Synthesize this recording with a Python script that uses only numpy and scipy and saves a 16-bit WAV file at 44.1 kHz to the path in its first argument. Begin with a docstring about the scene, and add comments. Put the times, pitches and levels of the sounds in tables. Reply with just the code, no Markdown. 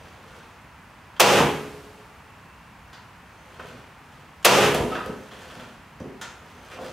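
"""A steady outdoor hush drifts into a hard-walled workshop, where hands tug at rustling wire mesh.
A trigger clicks and an electric staple gun fires through the mesh into a wooden frame, twice in all.
Each bang fills the room and sets frame and mesh ringing; a limiter holds its loudest part flat.
Around the shots the gun knocks on the wood and scrapes off the wire, and faint birds whistle far away."""
import sys
import numpy as np
from scipy import signal
from scipy.fft import rfft, irfft
from scipy.io import wavfile
from scipy.ndimage import uniform_filter1d

SR = 44100
rng = np.random.default_rng(int(sys.argv[2]) if len(sys.argv) > 2 else 0)


def output_pcm(signal):
    """Save a mono or channel-first signal as 16-bit PCM at the path in sys.argv[1].

    Samples are clipped to [-1, 1] before scaling.
    """
    pcm = np.clip(np.atleast_2d(signal).T, -1, 1) * 32767
    wavfile.write(sys.argv[1], SR, np.round(pcm).astype(np.int16))


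N = 305172
TIME = np.arange(N) / SR


def amp(db):
    """Decibels to gain."""
    return 10 ** (np.asarray(db) / 20)


def unit(x):
    """Scales to rms 1."""
    return x / np.sqrt(np.mean(x ** 2) + 1e-20)


def curve_at(points, hz):
    """Reads a curve on a log-frequency axis."""
    freqs, values = np.transpose(points)
    return np.interp(np.log(hz + 1), np.log(freqs + 1), values)


def add(mix, start_s, sound):
    """Lays a sound into the mix."""
    part = mix[max(round(start_s * SR), 0):][:len(sound)]
    part += sound[:len(part)]


def colour(x, eq, tilt=0, edge_hz=None, keep_power=True, size=4096):
    """Minimum-phase EQ, with a tilt in dB per octave above 500 Hz and an optional treble roll-off."""
    hz = abs(np.fft.fftfreq(size, 1 / SR))
    gain = amp(curve_at(eq, hz) + tilt * np.log2(np.maximum(hz, 500) / 500))
    if edge_hz:
        gain = gain / np.sqrt(1 + (hz / edge_hz) ** 8)
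    if keep_power:
        gain = unit(gain)
    log_gain = np.log(np.maximum(gain, 1e-5))
    taps = np.fft.ifft(np.exp(np.conj(signal.hilbert(log_gain)))).real
    return signal.oaconvolve(x, taps)[:len(x)]


# stereo width, narrow in the bass and opening in the treble: freq_hz, side_gain_db
WIDTH = [(30, -12), (80, -29), (170, -19.5), (350, -12), (1400, -14.5), (3000, -10.5), (6000, -7.5),
         (11000, -6), (15000, -8)]
def stereo(mid, side):
    """Left and right from the sound ahead and the weaker sound from the sides."""
    side = colour(side, WIDTH, keep_power=False)
    return np.array([mid + side, mid - side])


# bass-heavy air of the yard: freq_hz, gain_db
HUSH_EQ = [(15, -39), (25, -34), (38, -8.5), (64, -1), (169, -3), (253, -8), (289, -10.5), (331, -13),
           (368, -15), (648, -12.5), (919, -7), (2120, -14.5), (2700, -17), (3720, -26), (15500, -40)]
def hush(level_db=-48, side_db=1):
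    """A steady bed of distant outdoor noise."""
    mid, side = (colour(rng.standard_normal(N), HUSH_EQ) for _ in range(2))
    return amp(level_db) * stereo(mid, amp(side_db) * side)


def pull(peak_s, db, rise_db_per_s, fall_db_per_s):
    """Strength of one sliding movement: it builds to a peak and lets go."""
    return amp(db - np.maximum(rise_db_per_s * (peak_s - TIME), fall_db_per_s * (TIME - peak_s)))


def slips(strength, per_s, spread_db):
    """Friction: many tiny slips of uneven size, as strong as the movement."""
    sizes = amp(spread_db * np.minimum(rng.exponential(1, N), 4)) * rng.choice([-1, 1], N)
    slipping = rng.random(N) < per_s / SR
    return strength * unit(sizes * slipping)


# bright tick of wire and gun parts, also heard in the clicks: freq_hz, gain_db
TICK_EQ = [(100, -20), (400, -5), (900, -4.5), (1500, 3), (2200, -6), (3100, -4), (4600, -11),
           (7000, -13.5), (10000, -17), (16000, -24)]
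# dull body of the wood, also heard in the knocks: freq_hz, gain_db
WOOD_EQ = [(25, -34), (60, -1.5), (120, -6), (220, -1), (300, -9), (450, -5.5), (700, -6.5), (1500, -9),
           (4000, -24)]
# tugs that slide the mesh under hand and gun: peak_s, level_db
TUGS = [(0, -51.5), (.36, -52.5), (3.68, -49), (4.17, -61), (5.39, -51.5), (5.58, -47.5), (6.47, -56),
        (6.85, -44)]
def wire_tugs(rustle_db=-5, snag_db=-13, rub_db=-3):
    """Pulled mesh rustles, snags and rubs on the wood."""
    pulls = [pull(peak_s, db, rise_db_per_s=46, fall_db_per_s=80) for peak_s, db in TUGS]
    strength = np.linalg.norm(pulls, axis=0)
    rustle = colour(slips(strength, per_s=700, spread_db=4), TICK_EQ, tilt=.2)
    snags = colour(slips(strength, per_s=30, spread_db=2.5), TICK_EQ, tilt=1.0)
    rub = colour(slips(strength, per_s=1200, spread_db=0.5), WOOD_EQ, edge_hz=700)
    return amp(rustle_db) * rustle + amp(snag_db) * snags + amp(rub_db) * rub


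def rattle(envelope, passes=12):
    """Noise under an envelope, its energy spread evenly over all pitches."""
    noise = envelope * rng.standard_normal(len(envelope))
    for _ in range(passes):
        whitened = irfft(np.exp(1j * np.angle(rfft(noise))), len(noise))
        noise = envelope * np.sign(whitened)
    return noise


def contact(decay_s, pitch_hz, note_db=2, size=8192):
    """A small blow: a rattle that dies away, with one note of the struck part standing out."""
    burst = rattle(np.exp(-TIME[:size] / decay_s))
    note = signal.lfilter(*signal.iirpeak(pitch_hz, Q=4, fs=SR), burst)
    return burst + amp(note_db) * note


# clicks of trigger, gun nose and wire: start_s, level_db, pitch_hz, decay_s
CLICKS = [(1.165, -42, 3200, .006), (2.93, -42.5, 4540, 0.018), (3.595, -38.5, 2570, 0.0063),
          (4.428, -44, 7000, 0.0093), (4.7453, -24, 12000, 0.0085), (4.952, -24, 1650, .0053),
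          (5.061, -38, 12000, .0035), (5.311, -43, 3140, 0.021), (5.418, -45.5, 7200, .0095),
          (5.5, -44.5, 3000, .012), (5.595, -42, 2980, 0.015), (6.001, -43, 6000, .004),
          (6.213, -33, 6900, 0.02), (6.716, -40.5, 2470, 0.018)]
def clicks(base_tilt=-2.1, tilt_per_octave=2.5, pivot_hz=4500):
    """Hard contacts of metal, plastic and wire: smaller, higher parts click brighter."""
    out = np.zeros(N)
    for start_s, db, pitch_hz, decay_s in CLICKS:
        tilt = base_tilt + tilt_per_octave * np.log2(pitch_hz / pivot_hz)
        add(out, start_s, amp(db) * colour(contact(decay_s, pitch_hz), TICK_EQ, tilt))
    return out


# the shots and the ring each leaves: start_s, level_db, frame_db, mesh_db, tilt_db_per_octave
SHOTS = [(1.1987, 10.5, -8, -30, -0.5), (4.4483, 12, -6.5, -28.5, -0.5)]
# blows within a shot, timed from the driver meeting the staple: offset_s, level_db, decay_s
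STROKE = [(-.003, -33, 0.0027), (0, -7, 0.0034), (.0042, -1.5, 0.004), (.014, -12, .014)]
# broad, hard tone of the bang: freq_hz, gain_db
BANG_EQ = [(25, -70), (60, -7), (140, -1.5), (280, -7.5), (500, 2), (800, -1), (1300, -2), (2000, -6),
           (2800, -3), (4200, -10), (6000, -10.5), (9000, -13.5), (13500, -14), (16000, -22)]
def staple_gun(low_cut_hz=450, crack_tilt=0.73, size=8192):
    """A solenoid's driver shears off a staple and slams it home: a close crack, a bang for the room."""
    first_blow_s, hardest_blow_s = STROKE[0][0], STROKE[2][0]
    t = TIME[:size] + first_blow_s
    blows = [(t >= at_s) * amp(db) * np.exp(-abs(t - at_s) / decay_s) for at_s, db, decay_s in STROKE]
    envelope = np.linalg.norm(blows, axis=0)
    slam = np.linalg.norm(envelope) * signal.unit_impulse(size)  # the whole stroke's energy in one pulse
    crack, bang = np.zeros(N), np.zeros(N)
    for start_s, db, _, _, tilt in SHOTS:
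        add(crack, start_s + first_blow_s, amp(db) * colour(rattle(envelope), BANG_EQ, tilt + crack_tilt))
        add(bang, start_s + hardest_blow_s, amp(db) * colour(slam, BANG_EQ, tilt))
    low_cut = signal.butter(2, low_cut_hz, "high", fs=SR, output="sos")  # a small gun radiates little bass
    return signal.sosfilt(low_cut, crack), bang


# ringing notes of the wooden frame: pitch_hz, level_db, t60_s
FRAME_MODES = [(146.9, -8.5, 0.86), (202.7, -2, 0.53), (286, -13.5, 1.19), (356.7, -2, 0.72),
               (418, -6, 1.11), (426, -24, 1.9), (472, 1.5, 0.62), (559, 1.5, 0.53), (824, 1, 0.55),
               (1043, -18, 0.46), (1205, -5.5, 0.6)]
def frame_boom(swell_s=0.035):
    """Each shot sets the frame booming: its modes bloom, then die away."""
    t, boom = TIME[:2 * SR], np.zeros(N)
    swell = 1 - np.exp(-t / swell_s)
    for start_s, _, frame_db, _, _ in SHOTS:
        for pitch_hz, db, t60_s in FRAME_MODES:
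            mode = amp(db - 60 * t / t60_s) * np.sin(2 * np.pi * (pitch_hz * t + rng.random()))
            add(boom, start_s, amp(frame_db) * mode * swell)
    return boom


# ring of the wire mesh: freq_hz, gain_db
MESH_EQ = [(150, -9.5), (420, 16), (1000, 5), (2800, 0), (5000, -4.5), (9000, -9), (13000, -12.5),
           (16000, -24)]
def mesh_shimmer(t60_s=1.9):
    """Each shot leaves the mesh shimmering, a fading wash of noise."""
    t, envelope = TIME[:2 * SR], np.zeros(N)
    for start_s, _, _, mesh_db, _ in SHOTS:
        add(envelope, start_s, amp(mesh_db - 60 * t / t60_s))
    mid, side = (envelope * colour(rng.standard_normal(N), MESH_EQ) for _ in range(2))
    return stereo(mid, side)


# dull knocks of gun and hand on the frame: start_s, level_db, edge_hz, decay_s
KNOCKS = [(1.404, -15.5, 1600, .011), (1.44, -22.5, 300, .012), (3.595, -32.5, 2600, 0.0074),
          (3.65, -44.5, 700, 0.022), (4.748, -14, 870, .004), (4.805, -18, 860, .009),
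          (4.84, -23, 506, 0.0072), (5.062, -30.5, 870, 0.014), (5.09, -32.5, 573, 0.017),
          (5.57, -45, 503, 0.026), (6.003, -35.5, 520, 0.034), (6.056, -31, 487, 0.01),
          (6.785, -37.5, 1260, 0.019), (6.81, -37, 1100, 0.019)]
def knocks(pitch_to_edge=0.493):
    """Soft blows reach only the low notes of the wood; a harder contact has a higher treble edge."""
    out = np.zeros(N)
    for start_s, db, edge_hz, decay_s in KNOCKS:
        blow = contact(decay_s, pitch_to_edge * edge_hz)
        add(out, start_s, amp(db) * colour(blow, WOOD_EQ, edge_hz=edge_hz))
    return out


# far-off bird calls: start_s, length_s, pitch_hz, level_db
BIRDS = [(2.21, .17, 2670, -65), (2.42, .2, 2670, -62), (3.25, .26, 6120, -71), (5.12, .2, 6300, -72),
         (6.45, .25, 6140, -72)]
def birds(glide_share_per_s=0.045, quaver_share=.005):
    """Thin whistles that creep up in pitch with a slight quaver."""
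    out = np.zeros(N)
    for start_s, length_s, pitch_hz, db in BIRDS:
        count = int(length_s * SR)
        quaver = unit(uniform_filter1d(rng.standard_normal(count), size=300))
        hz = pitch_hz * (1 + glide_share_per_s * TIME[:count] + quaver_share * quaver)
        whistle = np.sin(2 * np.pi * np.cumsum(hz) / SR)
        add(out, start_s, amp(db) * whistle * signal.windows.tukey(count, .5))
    return out


# resonances of the scraped wire: pitch_hz, bandwidth_hz, level_db
SQUEAL_MODES = [(816, 280, -3), (1286, 69, -0.5), (1640, 1460, -6), (2620, 330, -8)]
def wire_squeal():
    """The gun's nose catches on the wire and slides free; the friction rings a brief squeal."""
    scrape = pull(peak_s=4.912, db=-34.5, rise_db_per_s=1097.5, fall_db_per_s=192.5)
    drag = slips(scrape, per_s=970, spread_db=4)
    t, squeal = TIME[:8192], np.zeros(N)
    for pitch_hz, bandwidth_hz, db in SQUEAL_MODES:
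        mode = np.exp(-np.pi * bandwidth_hz * t) * np.sin(2 * np.pi * pitch_hz * t)
        squeal += amp(db) * signal.oaconvolve(drag, mode / np.linalg.norm(mode))[:N]
    return squeal


# how long the hard walls ring: freq_hz, t60_s
ROOM_DECAY = [(80, 0.8), (250, 0.6563), (700, 0.5271), (2000, 0.6215), (5000, 0.4588), (13000, 0.5542)]
# tone of the reverb: freq_hz, gain_db
ROOM_EQ = [(60, -2), (400, 7), (2000, 4), (6000, 5.5), (14000, -8)]
def room_tail(build_cycles=5):
    """Dense reflections, each band building and dying at its own speed."""
    t = TIME[:2 * SR]
    hz, spectrum = np.fft.rfftfreq(len(t), 1 / SR), rfft(rng.standard_normal(len(t)))
    centres, tail = np.transpose(ROOM_DECAY)[0], np.zeros(len(t))
    for (centre_hz, t60_s), share in zip(ROOM_DECAY, np.eye(len(centres))):
        band = irfft(spectrum * curve_at(np.c_[centres, share], hz))
        build = 1 - np.exp(-t * centre_hz / build_cycles)  # bass takes longer to fill the room
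        tail += band * build * amp(-60 * t / t60_s)
    return colour(tail / np.linalg.norm(tail), ROOM_EQ, keep_power=False)


def workshop(direct, send):
    """The direct sound from ahead and the room's reverb from all round."""
    mid, side = (signal.fftconvolve(send, room_tail())[:N] for _ in range(2))
    return stereo(direct + mid, side)


def scene(left_db=-0.38, knock_send_db=-4, click_db=-2):
    """The stapling in the workshop over the outdoor bed, all a touch to the right."""
    crack, bang = staple_gun()
    thuds = knocks()
    details = amp(click_db) * clicks() + wire_tugs() + wire_squeal() + birds()
    room = workshop(direct=crack + thuds + details, send=bang + amp(knock_send_db) * thuds + details)
    return (room + frame_boom() + mesh_shimmer() + hush()) * amp([[left_db], [0]])


def limit(x, threshold_db, window_s, attack_s, release_db_per_s):
    """Turns the gain down by as much as the smoothed power exceeds the threshold."""
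    power = uniform_filter1d((x ** 2).mean(0), int(window_s * SR))
    over_db = np.maximum(10 * np.log10(abs(power) + 1e-12) - threshold_db, 0)
    recovery_db = release_db_per_s * TIME
    held_db = np.maximum.accumulate(over_db + recovery_db) - recovery_db
    pole = np.exp(-1 / (attack_s * SR))
    return x / amp(signal.lfilter([1 - pole], [1, -pole], held_db))


def record(dry, ceiling=.85, high_cut_hz=15800):
    """A leveller flattens the bangs, a fast limiter and soft clip catch the crack; then a high cut."""
    levelled = limit(dry, threshold_db=-14.5, window_s=0.03, attack_s=0.012, release_db_per_s=200)
    caught = limit(levelled, threshold_db=-8.5, window_s=0.00054, attack_s=.0001, release_db_per_s=2503)
    rounded = caught / (1 + (caught / ceiling) ** 6) ** (1 / 6)
    low_pass = signal.firwin(511, high_cut_hz, window=("kaiser", 9), fs=SR)
    return signal.oaconvolve(rounded, low_pass[None], "same")


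dry = scene()
out = record(dry)
output_pcm(out)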